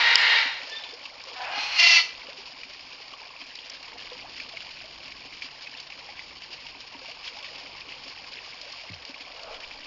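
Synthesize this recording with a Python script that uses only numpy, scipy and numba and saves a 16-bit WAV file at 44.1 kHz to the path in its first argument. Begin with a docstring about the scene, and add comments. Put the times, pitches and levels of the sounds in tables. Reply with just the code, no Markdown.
"""Macaw bathing under a hose

In an outdoor aviary a hose jet spatters, slaps and bubbles into a stone birdbath, which rings low. The macaw in
it ends one hoarse squawk, then growls up into a harsher one: fluttering overtones and breath, shaped by throat
and beak. A small camera microphone, bright between 2 and 5 kHz, stands a few metres off; a snap close to it
clips, and near the end come a dull bump and a wingbeat that stirs the air low."""
import sys
import numpy as np
from scipy import signal
from scipy.fft import rfft, irfft
from scipy.io import wavfile
from scipy.ndimage import uniform_filter1d
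from numba import njit

SR = 44100
rng = np.random.default_rng(int(sys.argv[2]) if len(sys.argv) > 2 else 0)


def unload_wav(signal):
    """Save mono or channel-first audio to the path in sys.argv[1] as 16-bit WAV at rate SR, clipped to [-1, 1]."""
    wavfile.write(
        sys.argv[1],
        SR,
        np.round(np.clip(np.atleast_2d(signal).T, -1, 1) * 32767).astype(np.int16),
    )


N = 434826
CALLS_END = int(2.2 * SR)

# spectrum of spray at the microphone: (frequency [Hz], level [dB])
SPRAY_SPECTRUM = [(760, -50), (1300, -14), (2050, -6.5), (2310, -0.5), (2880, 0), (3810, -5.5), (4650, 0.5),
                  (5270, -2), (5590, -9), (6020, -18.5), (6820, -17), (7180, -25), (7560, -69.5),
                  (9830, -71), (16600, -120)]


def undb(db):
    """Decibels to gain."""
    return 10 ** (np.asarray(db) / 20)


def unit(x):
    """Scale to rms 1."""
    return x / np.sqrt(np.mean(x ** 2))


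def curve(table):
    """One curve over time for each column after the first; end values hold."""
    times, *columns = np.transpose(table)
    return [np.interp(np.arange(N) / SR, times, column) for column in columns]


def during(table, fade_s=0.011):
    """Gate open from the first row to the last, with short fades."""
    start, end = table[0][0], table[-1][0]
    return np.interp(np.arange(N) / SR, [start - fade_s, start, end, end + fade_s], [0, 1, 1, 0])


def colour(x, points, size=2048):
    """Minimum-phase filter through (frequency [Hz], level [dB]) points."""
    hz, db = np.transpose(points)
    log_gain = np.interp(np.log(np.fft.rfftfreq(size, 1 / SR) + 1), np.log(hz), db) * np.log(10) / 20
    cepstrum = irfft(log_gain)
    cepstrum[1:size // 2] *= 2
    cepstrum[size // 2 + 1:] = 0
    return signal.fftconvolve(x, irfft(np.exp(rfft(cepstrum))))[:len(x)]


def noise(spectrum, size=2048):
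    """Coloured noise of rms 1."""
    return unit(colour(rng.standard_normal(N), spectrum, size))


def walk(rate_hz):
    """Smooth random drift of rms 1."""
    hold = max(int(SR / rate_hz), 1)
    steps = np.repeat(rng.standard_normal(N // hold + 1), hold)
    return unit(uniform_filter1d(uniform_filter1d(steps, hold), hold)[:N])


def sizes(chance, spread_db, most_db):
    """Uniform draws to levels: many small, few large, none huge."""
    return np.minimum(-spread_db * np.log(1 - chance), most_db)


@njit
def grains(n, start, size, step, decay, glide):
    """Damped, gliding sines; each swells in over its first cycle."""
    out = np.zeros(n)
    for g in range(len(start)):
        gain, speed, phase, i = size[g], step[g], 0., start[g]
        while gain > .003 * size[g] and i < n:
            out[i] += gain * np.sin(phase) * min(phase / (2 * np.pi), 1.)
            phase += speed
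            speed *= glide[g]
            gain *= decay[g]
            i += 1
    return out


def ring(times, db, hz, t60, rise=0.):
    """Struck resonances that die away, gliding by `rise` octaves a second."""
    hz, t60, rise = (np.full(len(times), value) for value in (hz, t60, rise))
    decay, glide = 1000. ** (-1 / (t60 * SR)), 2. ** (rise / SR)
    return grains(N, (times * SR).astype(np.int64), undb(db), 2 * np.pi * hz / SR, decay, glide)


def bursts(times, db, t60):
    """Envelope of sudden rises that die away."""
    out = np.zeros(N)
    for start, peak, fall in zip((times * SR).astype(int), undb(db), t60 * SR):
        tail = peak * 1000. ** (-np.arange(min(int(fall), N - start)) / fall)
        out[start:start + len(tail)] += tail
    return out


def yard(rumble_db=-62.5, hum_hz=142):
    """Low outdoor rumble, a faint far hum and a late low stir of air from the wingbeat."""
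    # rumble of the open air: (frequency [Hz], level [dB])
    rumble_spectrum = [(12, -37), (20, 0), (53, -2.5), (182, -7), (400, -6.5), (520, -34.5), (880, -120)]
    # swell of the hum: (time [s], level [dB])
    hum_levels = [(3.8, -78), (4.6, -67.5), (7.2, -70), (9.86, -78)]
    # rise of the air stirred by the wing: (time [s], level [dB])
    stir_levels = [(9.2, -83), (9.5, -61), (9.86, -59)]
    hum_phase = 2 * np.pi * np.cumsum(hum_hz * (1 + .004 * walk(2.4))) / SR
    hum = np.sin(hum_phase) * undb(curve(hum_levels)[0])
    stir = noise([(15, -4.5), (30, 3), (55, -9), (110, -41.5)], size=8192) * undb(curve(stir_levels)[0])
    rumble = noise(rumble_spectrum, size=8192) * undb(rumble_db + 2.3 * walk(2.8))
    return rumble + hum + stir


def bump():
    """A dull bump on the camera: two low rings that fall in pitch."""
    # rings of the body: (time [s], level [dB], pitch [Hz], t60 [s], rise [octaves/s])
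    modes = [(8.9, -40.5, 188, 0.21, -6.5), (8.905, -37.5, 113, 0.26, -7)]
    return ring(*np.transpose(modes))


def squeak(throb_hz=23.5, crest_s=.772):
    """A thin, nearly steady tone whose octave beats."""
    # course of the squeak: (time [s], pitch [Hz], level [dB], octave level [dB])
    course = [(.71, 1762, -50, -50), (.73, 1766, -38, -39), (.775, 1790, -47, -33), (.81, 1770, -54, -45),
              (.93, 1770, -60, -46)]
    hz, db, octave_db = curve(course)
    phase = 2 * np.pi * np.cumsum(hz) / SR
    beat = np.cos(np.pi * throb_hz * (np.arange(N) / SR - crest_s))
    tone = undb(db) * np.sin(phase) + undb(octave_db) * beat * np.sin(2 * phase)
    return np.sqrt(2) * during(course) * tone


def wing(peak_s=9.52, peak_db=-44, rise_db_per_s=50, fall_db_per_s=80):
    """A wing pushes air in one soft, fluttering whoosh."""
    air = noise([(250, -45), (450, -0.5), (650, 3.0), (1000, -4), (1500, -7), (2500, -45)])
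    t = np.arange(N) / SR - peak_s
    swell_db = np.minimum(rise_db_per_s * t, -fall_db_per_s * t)
    return air * undb(peak_db + swell_db + 0.68 * walk(40))


def basin(hz=276, t60=0.082, faint_db=-68):
    """The stone basin rings low under heavy drops: some clear knocks, many faint ones."""
    # the heaviest drops: (time [s], level [dB])
    knocks = [(0.456, -40), (0.629, -48), (1.575, -40.5), (2.535, -47), (2.656, -48), (3.419, -43),
              (5.254, -43.5), (5.442, -44), (6.949, -40.5), (7.631, -47), (7.876, -45), (8.065, -44),
              (8.897, -41), (9.094, -37.5), (9.205, -46)]
    when, detune, size = rng.random((200, 3)).T
    faint = ring(when * N / SR, sizes(size, 4.1, 8.3), hz * (0.947 + 0.074 * detune), t60)
    return unit(faint) * undb(faint_db) + ring(*np.transpose(knocks), hz, t60)


def bubbles(t60_cycles=66):
    """Each bubble rings for the same number of cycles while its pitch climbs."""
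    # the clearest bubbles: (time [s], level [dB], pitch [Hz], rise [octaves/s])
    plops = [(.718, -44, 458, 3.1), (.931, -39, 451, 5.3), (1.27, -40, 523, 1.8), (2.285, -38, 504, 16),
             (2.382, -45, 385, 2.4), (3.136, -34.5, 1090, 4.1), (3.215, -38.5, 880, 1.5),
             (4.117, -35.5, 494, 0.43), (4.245, -37, 655, 31), (4.536, -39, 658, .71),
             (4.841, -41, 610, 5.9), (6.088, -36.5, 790, 6.8), (6.655, -41.5, 890, 5.4),
             (6.946, -38, 920, 2.9), (7.016, -41.5, 516, 1.7), (7.085, -39.5, 606, 15),
             (7.366, -39, 800, 5), (8.665, -43.5, 540, 4.9), (8.735, -38, 1110, 3.9),
             (9.088, -44, 558, 2.7), (9.16, -41, 1060, 3.6)]
    times, db, hz, rise = np.transpose(plops)
    return ring(times, db, hz, t60_cycles / hz, rise)


def sloshes():
    """Water sloshes in soft-edged bursts of spray."""
    # surges of water: (peak time [s], level [dB], half width [s])
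    surges = [(4.575, -47, 0.016), (5.445, -42, 0.028), (5.645, -44, 0.0083), (6.535, -38.5, .018),
              (7.09, -44.5, .025), (7.27, -38.5, 0.031), (7.455, -42, 0.016), (9.215, -41.5, 0.014)]
    t = np.arange(N) / SR
    swell = sum(undb(db) * np.exp(-((t - peak_s) / width) ** 2) for peak_s, db, width in surges)
    return swell * noise(SPRAY_SPECTRUM)


def jet():
    """The hose jet lands: droplets ring briefly over a spattering hiss; small bubbles gurgle below."""
    # strength of the jet: (time [s], spray level [dB], gurgle level [dB])
    flow = [(.78, -41, -49), (1.15, -46, -52), (1.36, -42.5, -47), (2.15, -43, -50.5), (2.68, -44.5, -54.5),
            (3.25, -45, -51), (3.55, -44, -55), (3.96, -43.5, -50.5), (4.56, -42.5, -53.5),
            (5.0, -44.5, -54), (6.0, -44.5, -53.5), (6.9, -44.5, -54), (7.25, -43, -51), (7.65, -44, -51),
            (8.55, -42.5, -52.5), (9.2, -45, -53.5), (9.86, -44.5, -51.5)]
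    # spectrum of the churned water: (frequency [Hz], level [dB])
    gurgle_spectrum = [(190, -30.5), (330, -6), (365, -10), (420, -11), (498, -4), (573, -3.5), (1080, 3),
                       (1320, -5.5), (1500, -5.5), (1950, -22.5), (3300, -120)]
    spray_db, gurgle_db = curve(flow)

    when, pitch, size = rng.random((9000, 3)).T
    hz = 1500 * 5 ** pitch
    drops = ring(when * N / SR, sizes(size, 3.5, 13.), hz, t60=30. / hz)
    when, length, size = rng.random((1600, 3)).T
    spatter = bursts(when * N / SR, sizes(size, 3., 10.), t60=.015 + .06 * length)
    hiss = unit(colour(rng.standard_normal(N) * (0.92 + unit(spatter)), SPRAY_SPECTRUM))
    patter = unit(colour(drops * undb(2.6 * walk(45)), SPRAY_SPECTRUM))
    spray = unit(patter + undb(3.0) * hiss)

    when, pitch, size = rng.random((4000, 3)).T
    hz = 380 * 3.74 ** pitch
    froth = ring(when * N / SR, sizes(size, 4.05, 12.7), hz, t60=37.0 / hz, rise=2.1)
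    gurgle = unit(unit(colour(froth, gurgle_spectrum)) + undb(-2.0) * noise(gurgle_spectrum))
    return spray * undb(spray_db) + gurgle * undb(gurgle_db)


def faint_slaps(per_s=4, db=-36.5, spread_db=1.5, dull_hz=2640, bright_hz=4610, bright_share=.3):
    """Weaker slaps fall at random, some dull and some bright: rows of time, level and centre."""
    when, size, kind, detune = rng.random((per_s * N // SR, 4)).T
    hz = np.where(kind < bright_share, bright_hz, dull_hz) * (.88 + .24 * detune)
    return np.transpose([when * N / SR, db + spread_db * size, hz])


def slaps(spray_cycles=196, pitch_spread=0.14, smear_s=.004):
    """Water slaps on water, stone and feathers: a burst of spray, a crack and four short rings each."""
    # the clearest slaps: (time [s], level [dB], centre [Hz])
    clear_slaps = [(0.698, -23, 4900), (0.7976, -28, 3550), (0.8375, -20.5, 3480), (1.054, -23, 2870),
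                   (1.238, -27.5, 4940), (1.298, -31, 2980), (2.633, -22.5, 2330), (3.1348, -28, 2820),
                   (3.3633, -29, 2600), (3.4143, -25, 2840), (3.5537, -22.5, 4500), (3.588, -27, 3080),
                   (3.698, -22, 4760), (3.8287, -28, 4450), (4.0223, -29, 2830), (4.0996, -29, 3280),
                   (4.4, -22, 2430), (4.5705, -23.5, 2470), (4.6049, -24, 3010), (4.7696, -27.5, 2620),
                   (5.0796, -26.5, 2780), (5.118, -28, 2350), (5.3256, -28, 2430), (5.4212, -19.5, 2300),
                   (5.671, -25, 2330), (5.7713, -29, 3150), (5.8006, -20, 4540), (5.9015, -26, 2470),
                   (5.921, -28, 2360), (6.0902, -31, 2330), (6.193, -22, 2230), (6.4198, -26.5, 2880),
                   (6.6672, -26, 2830), (7.057, -25.5, 2900), (7.114, -25, 2600), (7.2406, -28, 2870),
                   (7.277, -24.5, 3200), (7.427, -25.5, 3020), (7.4443, -23.5, 2490), (7.5567, -28, 2820),
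                   (7.9204, -26, 2380), (8.3689, -29, 2250), (8.6143, -23, 4650), (8.7246, -24, 4700),
                   (8.7864, -30, 2560), (9.0514, -24.5, 4810), (9.143, -29, 2410), (9.208, -28, 2470),
                   (9.433, -24.5, 4740), (9.5428, -23.5, 3100), (9.7098, -27, 2250)]
    spray_db, crack_db, ring_db = -16., -.5, -7.5  # relative to the slap's level
    rows = np.vstack([clear_slaps, faint_slaps()])
    times, db, hz = rows.T
    spray = bursts(times, db + spray_db, t60=spray_cycles / hz) * noise(SPRAY_SPECTRUM)
    crack = ring(times, db + crack_db, hz, t60=13.0 / hz)
    times, db, hz = np.repeat(rows, 4, axis=0).T
    lag, loss, detune = rng.random((len(times), 3)).T
    ring_hz = hz * np.exp(pitch_spread * (2 * detune - 1))
    cluster = ring(times + smear_s * lag, db + ring_db - 6 * loss, ring_hz, t60=0.27 * spray_cycles / hz)
    return spray + crack + cluster


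def snap():
    """A sharp snap close to the microphone: a few very short rings, thinned in the bass."""
    # rings of the snap: (time [s], level [dB], pitch [Hz], t60 [s])
    modes = [(.1559, -4, 4950, .006), (.15631, .6, 4950, .005), (.1568, -5, 3050, .013),
             (.1562, -17, 6900, .005), (.1555, -15, 420, .01)]
    low_cut = signal.butter(2, 400, "high", fs=SR, output="sos")
    return signal.sosfilt(low_cut, ring(*np.transpose(modes)))


def held_call(name, attack_db=16, release_db=30):
    """Attack, hold and release of a call whose pitch sags steadily, as rows for the syrinx."""
    # voice of each call: (level [dB], release [dB/s], pitch [Hz], sag [Hz/s], breathy share [0-1])
    voices = {"squawk": (-19, 102, 472, 18, 0.56), "screech": (-15, 282, 350, 81, 0.28),
              "held": (-20, 601, 337.5, 1, 0.34)}
    # timing of each call: (start [s], full level [s], release [s])
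    timings = {"squawk": (-.1, -.05, .39), "screech": (1.772, 1.797, 1.968), "held": (1.775, 1.795, 2.005)}
    level_db, release_rate, pitch_hz, sag, breath = voices[name]
    times = np.array([*timings[name], timings[name][-1] + release_db / release_rate])
    db = level_db - np.array([attack_db, 0, 0, release_db])
    return np.transpose([times, pitch_hz - sag * (times - times[0]), db, np.full(4, breath)])


def syrinx(course, jitter, flutter_hz, steady):
    """A chaotic voice and its gain: overtones part steady, part fluttering; breath puffs once a cycle."""
    hz, db, breath = (column[:CALLS_END] for column in curve(course))
    phase = 2 * np.pi * np.cumsum(hz * (1 + jitter * walk(40)[:CALLS_END])) / SR
    flutter = walk(flutter_hz) + 1j * walk(flutter_hz)
    tones = 0
    for k in range(1, 24):
        own_flutter = np.roll(flutter, -9001 * k)[:CALLS_END]
        amplitude = steady + np.sqrt((1 - steady ** 2) / 2) * own_flutter
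        tones += np.real(amplitude * np.exp(1j * (k * phase + 2 * np.pi * rng.random())))
    puffs = unit(rng.standard_normal(CALLS_END) * (1 + .5 * np.cos(phase)))
    # breath spreads over the whole band, the overtones over about a third of it
    voice = np.sqrt(1 - breath) * unit(tones) + np.sqrt(3 * breath) * puffs
    return voice, undb(db) * during(course)[:CALLS_END]


def squawk():
    """The end of a hoarse, breathy call, shaped by throat and beak."""
    # resonances of throat and beak: (frequency [Hz], level [dB])
    throat = [(180, -37.5), (300, -38.5), (596, -18.5), (893, -9.5), (1340, -12), (1900, 0), (2110, 1),
              (2390, -6.5), (2880, -4), (3300, -10), (3980, -5.5), (5010, -16), (7500, -42), (9750, -75.5),
              (16500, -120)]
    voice, gain = syrinx(held_call("squawk"), jitter=.004, flutter_hz=150, steady=.66)
    return gain * unit(colour(voice, throat))


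def growl(beak_opens_s=(1.514, 1.608)):
    """A growl breaks up to a higher pitch as it swells, and brightens as the beak opens."""
    # course of the growl: (time [s], pitch [Hz], level [dB], breathy share [0-1])
    course = [(1.35, 253, -51, 0.19), (1.405, 249.5, -36, 0.4), (1.465, 250.6, -34.5, 0.6),
              (1.52, 406.6, -33.5, 0.7), (1.6, 417, -28, .55), (1.7, 415.4, -31.5, 0.96),
              (1.77, 423, -26.5, 0.6), (1.8, 420, -37, 0.5)]
    # resonances before and after the beak opens: (frequency [Hz], level [dB])
    closed_throat = [(300, -29.5), (500, -14), (750, 3), (1000, -2.5), (1250, -10.5), (1600, -2),
                     (2000, -10), (2600, -3), (3200, -12), (4400, -22), (7500, -40), (9700, -55)]
    open_throat = [(400, -40), (820, -5), (1200, -8), (1650, -10.5), (2450, 0), (2950, -2.5), (3500, -8),
                   (3900, -11), (4200, 2.5), (4600, -7.5), (5600, -11), (7500, -36), (9700, -74)]
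    voice, gain = syrinx(course, jitter=.003, flutter_hz=130, steady=.7)
    opening = np.interp(np.arange(CALLS_END) / SR, beak_opens_s, [0, 1])
    dark = np.sqrt(1 - opening) * unit(colour(voice, closed_throat))
    bright = np.sqrt(opening) * unit(colour(voice, open_throat))
    return gain * (dark + bright)


def screech(throb_hz=26, throb_db=10., throb_fade_s=.07, crest_s=1.8):
    """The harsher squawk has two voices at once: one holds, the other sags and throbs at first."""
    # resonances of throat and beak for each voice: (frequency [Hz], level [dB])
    held_throat = [(300, -51), (500, -43), (680, -20.5), (1020, -13.5), (1350, -15), (1700, -18), (2030, 1),
                   (2400, -12.5), (3000, -9.5), (3900, -11), (4390, 0.5), (4800, -9), (6300, -29),
                   (9700, -71)]
    harsh_throat = [(300, -53.5), (500, -52), (680, -17), (1020, -19.5), (1350, -21.5), (1700, -19.5),
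                    (2030, 0), (2400, -2.5), (2750, 3.5), (3100, -7.5), (3700, -11), (4000, -11.5),
                    (4330, -2), (4800, -6), (5500, -9.5), (6300, -17), (7500, -36), (9700, -83.5)]
    voice, gain = syrinx(held_call("held"), jitter=.002, flutter_hz=110, steady=.8)
    held = gain * unit(colour(voice, held_throat))
    voice, gain = syrinx(held_call("screech"), jitter=.002, flutter_hz=200, steady=.7)
    since = np.maximum(np.arange(CALLS_END) / SR - crest_s, 0)
    dip_db = throb_db * np.exp(-since / throb_fade_s) * np.sin(np.pi * throb_hz * since) ** 2
    return held + gain * undb(-dip_db) * unit(colour(voice, harsh_throat))


def wall_echo(sound, t60=0.35, db=-12.5, delay_s=.02):
    """The nearby walls return a short, diffuse tail."""
    t = np.arange(SR // 2) / SR
    tail = rng.standard_normal(len(t)) * 1000. ** (-t / t60) * (t > delay_s)
    return undb(db) * signal.fftconvolve(sound, tail / np.sqrt(np.sum(tail ** 2)))[:N]


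def scene():
    """The aviary from a few metres, in mono: calls and snap echo off the walls, the rest is dry."""
    macaw = np.pad(squawk() + growl() + screech(), (0, N - CALLS_END))
    loud = macaw + snap()
    echo = wall_echo(loud)
    water = jet() + slaps() + basin() + bubbles() + sloshes()
    return (loud + echo + water + squeak() + wing() + yard() + bump())[None]


def record(dry):
    """The camera cuts the top steeply, clips on the snap and ducks just after; faint hiss lies higher."""
    top_hz, hiss_top_hz, hiss_db = 7550, 15500, -96
    duck_above, duck_db, duck_s = .8, 4.5, .011
    cut = signal.sosfilt(signal.ellip(8, .5, 75, top_hz, fs=SR, output="sos"), dry)
    pole = np.exp(-1 / (duck_s * SR))
    overload = signal.lfilter([1], [1, -2 * pole, pole ** 2], 1. * (np.abs(cut) > duck_above))
    ducked = cut * undb(-duck_db * overload / (overload.max() + 1e-9))
    clipped = np.clip(ducked + undb(hiss_db) * rng.standard_normal(dry.shape), -1, 1)
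    return signal.sosfilt(signal.ellip(8, .1, 60, hiss_top_hz, fs=SR, output="sos"), clipped)


dry = scene()
out = record(dry)
unload_wav(out)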